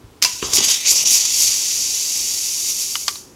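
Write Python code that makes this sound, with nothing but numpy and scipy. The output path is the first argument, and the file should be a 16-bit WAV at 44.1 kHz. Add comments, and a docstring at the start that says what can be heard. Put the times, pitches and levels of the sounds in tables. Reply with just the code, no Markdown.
"""A sharp crack and a tinny ring: a pellet tears into a spray can standing in a quiet wood.
Gas and paint hiss from the hole as the can falls, thuds and rolls through dry leaves, its jet swinging
towards and away from the listener. Then it lies still and hisses on, spurting as it runs empty.
Two sharp clacks and a faint third sound close by near the end; trunks scatter the sounds faintly."""
import sys
import numpy as np
from scipy import signal
from scipy.fft import rfft, irfft, next_fast_len
from scipy.io import wavfile
from scipy.ndimage import map_coordinates

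SR = 44100
rng = np.random.default_rng(int(sys.argv[2]) if len(sys.argv) > 2 else 0)


def output_pcm(signal):
    """Save a mono or channel-first signal as 16-bit PCM at the path in sys.argv[1].

    Samples are clipped to [-1, 1] before scaling.
    """
    pcm = np.clip(np.atleast_2d(signal).T, -1, 1) * 32767
    wavfile.write(sys.argv[1], SR, np.round(pcm).astype(np.int16))


N = 147735
T = np.arange(N) / SR
AGE = np.arange(SR // 4) / SR  # time since an impact, s

# colour of the escaping spray: f/Hz, level/dB
JET_SPECTRUM = [(700, -30.5), (1020, -27), (1250, -30.5), (1720, -30.5), (1930, -22.5), (2540, -14),
                (3400, -14), (3800, -10.5), (4220, -12.5), (4650, -2.5), (5060, -7.5), (5600, 0),
                (6300, -1.5), (6850, -1), (7600, -7.5), (8740, -13.5), (9500, -10.5), (12500, -14.5),
                (14200, -19.5), (15700, -29)]


def amp(db):
    """Decibels to gain."""
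    return 10 ** (np.asarray(db) / 20)


def unit(x):
    """Scale to rms 1."""
    return x / np.sqrt(np.mean(x ** 2) + 1e-20)


def along(points, hz):
    """Read (f/Hz, value) points on a log frequency axis."""
    freqs, values = np.transpose(points)
    return np.interp(np.log(hz + 1), np.log(freqs + 1), values)


def curves(rows):
    """One automation curve for each column after the time."""
    times, *columns = np.transpose(rows)
    return [np.interp(T, times, column) for column in columns]


def wobble(rate, size=N):
    """A smooth random curve, rate knots a second."""
    return map_coordinates(rng.standard_normal(4096), [T[:size] * rate], mode="wrap", order=2)


def filtered(x, response):
    """Shape x with a gain given as a function of frequency."""
    size = next_fast_len(len(x) + 2048, True)
    return irfft(rfft(x, size) * response(np.fft.rfftfreq(size, 1 / SR)), size)[:len(x)]


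def low_cut(x, hz):
    """A fourth-order high-pass."""
    return signal.sosfilt(signal.butter(4, hz, "high", fs=SR, output="sos"), x)


def noise(spectrum, tilt_db=0, size=N):
    """Coloured noise of rms 1, tilted by tilt_db an octave."""
    white = rng.standard_normal(size)
    return unit(filtered(white, lambda hz: amp(along(spectrum, hz) + tilt_db * np.log2(hz + 1))))


def blow(t60, attack_s):
    """Envelope of one impact: a quick rise and an exponential fall."""
    return (1 - np.exp(-AGE / attack_s)) * amp(-60 * AGE / t60)


def burst(spectrum, t60, attack_s, tilt_db=0):
    """One dying burst of coloured noise."""
    return noise(spectrum, tilt_db, size=len(AGE)) * blow(t60, attack_s)


def ring(hz, t60, attack_s=0.00033):
    """One damped, slightly unsteady resonance."""
    return np.sin(2 * np.pi * hz * AGE + 0.61 * wobble(120, size=len(AGE))) * blow(t60, attack_s)


def placed(events):
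    """Lay (t/s, level/dB, sound) events on one track."""
    track = np.zeros(N + SR)
    for s, db, sound in events:
        track[max(round(s * SR), 0):][:len(sound)] += amp(db) * sound
    return track[:N]


def background():
    """A bed of faint air and distant rumble, with a few soft puffs of air on the microphone."""
    # colours of the wood's air, the rumble and a puff: f/Hz, level/dB
    air_spectrum = [(25, -27), (100, -7), (220, -9), (380, -9), (640, -16), (1000, -13.5), (1700, -21.5),
                    (5000, -24.5), (12000, -31), (15000, -34)]
    rumble_spectrum = [(20, -35), (40, -16), (68, -4), (100, -8), (160, -13.5), (380, -8), (700, -24),
                       (1500, -38), (5000, -70)]
    puff_spectrum = [(25, -30), (45, -1), (70, 0), (105, 5), (160, -44), (400, -55), (2000, -100)]
    # puffs of air: t/s, level/dB, t60/s
    puff_events = [(0.038, -34, 0.12), (.1, -37.5, .14), (.33, -37, 0.18), (1.455, -40, 0.14)]
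    puffs = placed((s, db, burst(puff_spectrum, t60, attack_s=0.0054)) for s, db, t60 in puff_events)
    air = amp(-51) * noise(air_spectrum)
    rumble = amp(-51 + 1.8 * wobble(8.12)) * noise(rumble_spectrum)
    return air + rumble + puffs


def trunks(send):
    """Diffuse scatter from the trees, each frequency dying at its own speed."""
    # decay of the scatter: f/Hz, t60/s
    decay = [(200, 0.37), (1000, 0.62), (2500, 0.55), (6000, 0.43), (14000, 0.11)]
    hz, t, bands = signal.stft(rng.standard_normal((SR * 3) // 4), SR, nperseg=256)
    tail = signal.istft(bands * amp(-60 * t / along(decay, hz)[:, None]), SR, nperseg=256)[1]
    predelayed = np.pad(send, (SR // 100, 0))
    return signal.fftconvolve(predelayed, tail / np.linalg.norm(tail))[:N]


def clack(t60, tilt_db, ring_hz, ring_db):
    """A hard, dry snap with two brief modes and a short rattle after it."""
    # colour of snap and rattle: f/Hz, level/dB
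    spectrum = [(200, -35), (550, -37), (780, -9), (1150, 3), (1650, -8), (1900, -4), (2800, -7),
                (3400, -0.5), (4100, -4), (4900, 2), (5600, -9), (7400, -6), (8500, -14), (15000, -23)]
    snap = burst(spectrum, t60, attack_s=0.00016, tilt_db=tilt_db)
    rattle = amp(-10.5) * burst(spectrum, t60=0.072, attack_s=0.0017, tilt_db=tilt_db)
    high_mode = amp(ring_db) * ring(ring_hz, t60=0.02)
    low_mode = amp(-10.5) * ring(hz=1140, t60=0.02)
    return snap + rattle + high_mode + low_mode


def clacks():
    """Clacks close to the listener, from something too small to give any bass."""
    # the clacks: t/s, level/dB, t60/s, tilt/dB per octave, ring f/Hz, ring level/dB over the snap
    hits = [(2.9545, -16, 0.033, 0, 3000, 3.5), (3.0807, -5.5, 0.018, 0, 4500, -3),
            (3.156, -29.5, 0.03, 2, 4020, 7)]
    return low_cut(placed((s, db, clack(*shape)) for s, db, *shape in hits), hz=520)


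def tumble():
    """Hollow thuds on the forest floor and the crunch of leaves under the rolling can."""
    # the can lands and bounces: t/s, level/dB, t60/s
    bounces = [(.4258, -13, 0.029), (.437, -29.5, 0.25), (.532, -20.5, 0.042), (0.5848, -15, 0.016),
               (.607, -30, 0.042), (.917, -32, .05), (0.929, -34.5, .05)]
    # colours of a thud and of the dry leaves: f/Hz, level/dB
    thud_spectrum = [(60, 2), (200, -18), (350, -3.5), (460, -0.5), (650, -30), (1100, 0.5), (1800, -16),
                     (2900, -9.5), (5000, -30), (12000, -45)]
    leaf_spectrum = [(40, -38), (90, -3.5), (180, -1), (350, 0.5), (650, -3.5), (1100, -4), (2000, -19),
                     (6000, -4), (14000, -44)]
    # rustle of the roll: t/s, level/dB
    roll = [(.42, -70), (.435, -33.5), (.5, -36), (.6, -30.5), (.68, -39), (.76, -57), (.84, -54.5),
            (.95, -37.5), (1.1, -41.5), (1.35, -58), (1.7, -83)]

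    def thud(t60):
        """A dull impact plus the hollow knock of the can's body."""
        return burst(thud_spectrum, t60, attack_s=0.0011) + amp(-1.5) * ring(hz=380, t60=0.035)

    thuds = placed((s, db, thud(t60)) for s, db, t60 in bounces)
    crunch = unit(noise(leaf_spectrum) * amp(3.2 * wobble(250)))
    return thuds + amp(curves(roll)[0]) * crunch


def puncture():
    """The pellet strikes: a quick run of cracks as the wall tears, and a short tinny ring."""
    # the pellet's arrival and the tearing wall: t/s, level/dB, t60/s
    tears = [(0.2186, -21, 0.13), (.2241, -2.5, 0.022), (0.2276, -7, 0.029), (.2356, -5.5, 0.0098),
             (0.2391, -2.5, 0.013), (0.2469, -4.5, 0.034), (0.2575, -15.5, 0.077)]
    # colour of a crack: f/Hz, level/dB
    crack_spectrum = [(88, -50), (150, -21.5), (621, -19.5), (1030, -18), (1550, -17.5), (2240, -10.5),
                      (3870, -11), (4430, -4.5), (4980, 0.5), (6800, -7.5), (8590, -16), (12000, -16),
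                      (15700, -28)]
    # modes of the can's wall: f/Hz, relative level/dB
    wall_modes = [(1012, 7.5), (2315, 3), (2720, 7), (5066, -2), (5997, 11), (6778, -1)]
    ring_start_s, ring_db = 0.2485, -18.5
    cracks = placed((s, db, burst(crack_spectrum, t60, attack_s=0.0002)) for s, db, t60 in tears)
    ringing = placed((ring_start_s, ring_db + db, ring(hz, t60=0.065, attack_s=0.0091))
                     for hz, db in wall_modes)
    return cracks + ringing


def spits():
    """Sudden spits of paint as the can jolts, in the colour of the jet."""
    # the spits: t/s, level/dB, t60/s, tilt/dB per octave
    jolts = [(0.5336, -7.5, 0.039, -2.5), (.5705, -3.5, 0.022, -3), (.584, -10, 0.036, -4),
             (.604, -13, .035, -6.5), (.684, -14, 0.05, -5.5), (.739, -29, 0.03, 3),
             (1.0565, -18, .04, -4.5), (1.072, -9, 0.033, -1.5), (1.252, -13.5, 0.045, -3)]
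    spectrum = [(100, -90), (300, -62)] + list(JET_SPECTRUM)
    return placed((s, db, burst(spectrum, t60, attack_s=0.00051, tilt_db=tilt))
                  for s, db, t60, tilt in jolts)


def jet():
    """Gas and paint rush from the hole, changing colour as the can turns and sinking with the pressure."""
    # the jet swings round: t/s, hiss level/dB, roar level/dB over the hiss, fizz level/dB over the hiss
    swings = [(.27, -24.5, -9, -8), (.385, -31, -13, -9), (.425, -28, -2.5, -7), (.458, -21.5, -10.5, -18),
              (.475, -26, -9.5, -9), (.53, -24.5, -7.5, -9), (.545, -15.5, -19, -6),
              (.562, -12, -11.5, -3.5), (.585, -12.5, -9, -15), (.62, -19, -4, -10), (.632, -13, -4, -14),
              (.65, -14.5, -7, -4), (.675, -16, -11, -14), (.699, -9, -9.5, -8.5), (.73, -15, -8, -10),
              (.795, -25, -4.5, -8.5), (.848, -22, -4.5, -9.5), (.864, -11.5, -8, -17.5),
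              (.912, -10.5, -17, -7), (.942, -16, -12.5, -5.5), (.965, -10.5, -15.5, -12),
              (1.008, -14, -12, -12), (1.02, -17.5, -10, -8), (1.046, -26.5, -9, -3),
              (1.058, -13, -13, -19), (1.09, -14.5, -14, -9.5), (1.12, -11, -14.5, -6.5),
              (1.16, -12.5, -13, -7.5), (1.27, -17, -14, -14), (1.33, -17, -13, -9),
              (1.425, -11.5, -16, -7), (1.52, -16, -13, -10.5), (1.61, -18, -14, -10)]
    # gain ride for the last spurts of the emptying can: t/s, level/dB
    emptying = [(2.6, -2.5), (2.66, -2), (2.7, 0.96), (2.735, -4.5), (2.77, -3), (2.81, 0.2), (2.87, -5),
                (2.94, -4), (3.0, -7), (3.1, -9), (3.18, -15), (3.26, -28), (3.35, -37)]
    puncture_s, rise_s, roll_end_s, sag_start_s = 0.246, 0.004, 1.42, 1.72
    roar_edge_hz, fizz_edge_hz = 3900, 8090
    opening = np.clip((T - puncture_s) / rise_s, 0, 1)
    rolling = np.clip((roll_end_s - T) * 2, 0, 1)
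    sag_s = np.maximum(T - sag_start_s, 0)
    gas = noise([(100, -46), (400, -31)] + list(JET_SPECTRUM))

    # the echo off the ground flanges the jet while the can rolls
    delay_s = 0.00061 * np.exp(0.35 * wobble(6))
    echo_gain = 0.26 * rolling
    echo = echo_gain * map_coordinates(gas, [(T - delay_s) * SR])
    gas = (gas + echo) / np.sqrt(1 + echo_gain ** 2)

    # three bands; the balance thins towards fizz as the pressure sinks
    lows = filtered(gas, lambda hz: 1 / (1 + (hz / roar_edge_hz) ** 16))
    body = filtered(gas, lambda hz: 1 / (1 + (hz / fizz_edge_hz) ** 16))
    hiss_db, roar_db, fizz_db = curves(swings)
    roar = amp(roar_db - 0.8 * sag_s) * unit(lows)
    hiss = unit(body - lows)
    fizz = amp(fizz_db + 3.5 * sag_s) * unit(gas - body)

    sputter_db = 0.5 * wobble(600)
    flutter_db = (0.62 + 0.93 * rolling) * wobble(90)
    pressure_db = curves(emptying)[0] - 3 * sag_s
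    return opening * amp(hiss_db + pressure_db + sputter_db + flutter_db) * (roar + hiss + fizz)


def scene():
    """The mono mix: can and clacks feed the trunks' scatter, over the bed of the wood."""
    can = puncture() + tumble() + jet() + spits()
    near = clacks()
    scatter = trunks(amp(-15) * can + amp(-22.5) * near)
    return (can + near + scatter + background())[None]


def record(dry):
    """Thin the deep bass, round the highest peaks and cut the very top."""
    ceiling, top_hz = 1.3, 15850
    thinned = low_cut(dry[0], hz=37)
    rounded = thinned / (1 + np.abs(thinned / ceiling) ** 6) ** (1 / 6)
    return filtered(rounded, lambda hz: hz < top_hz)[None]


dry = scene()
out = record(dry)
output_pcm(out)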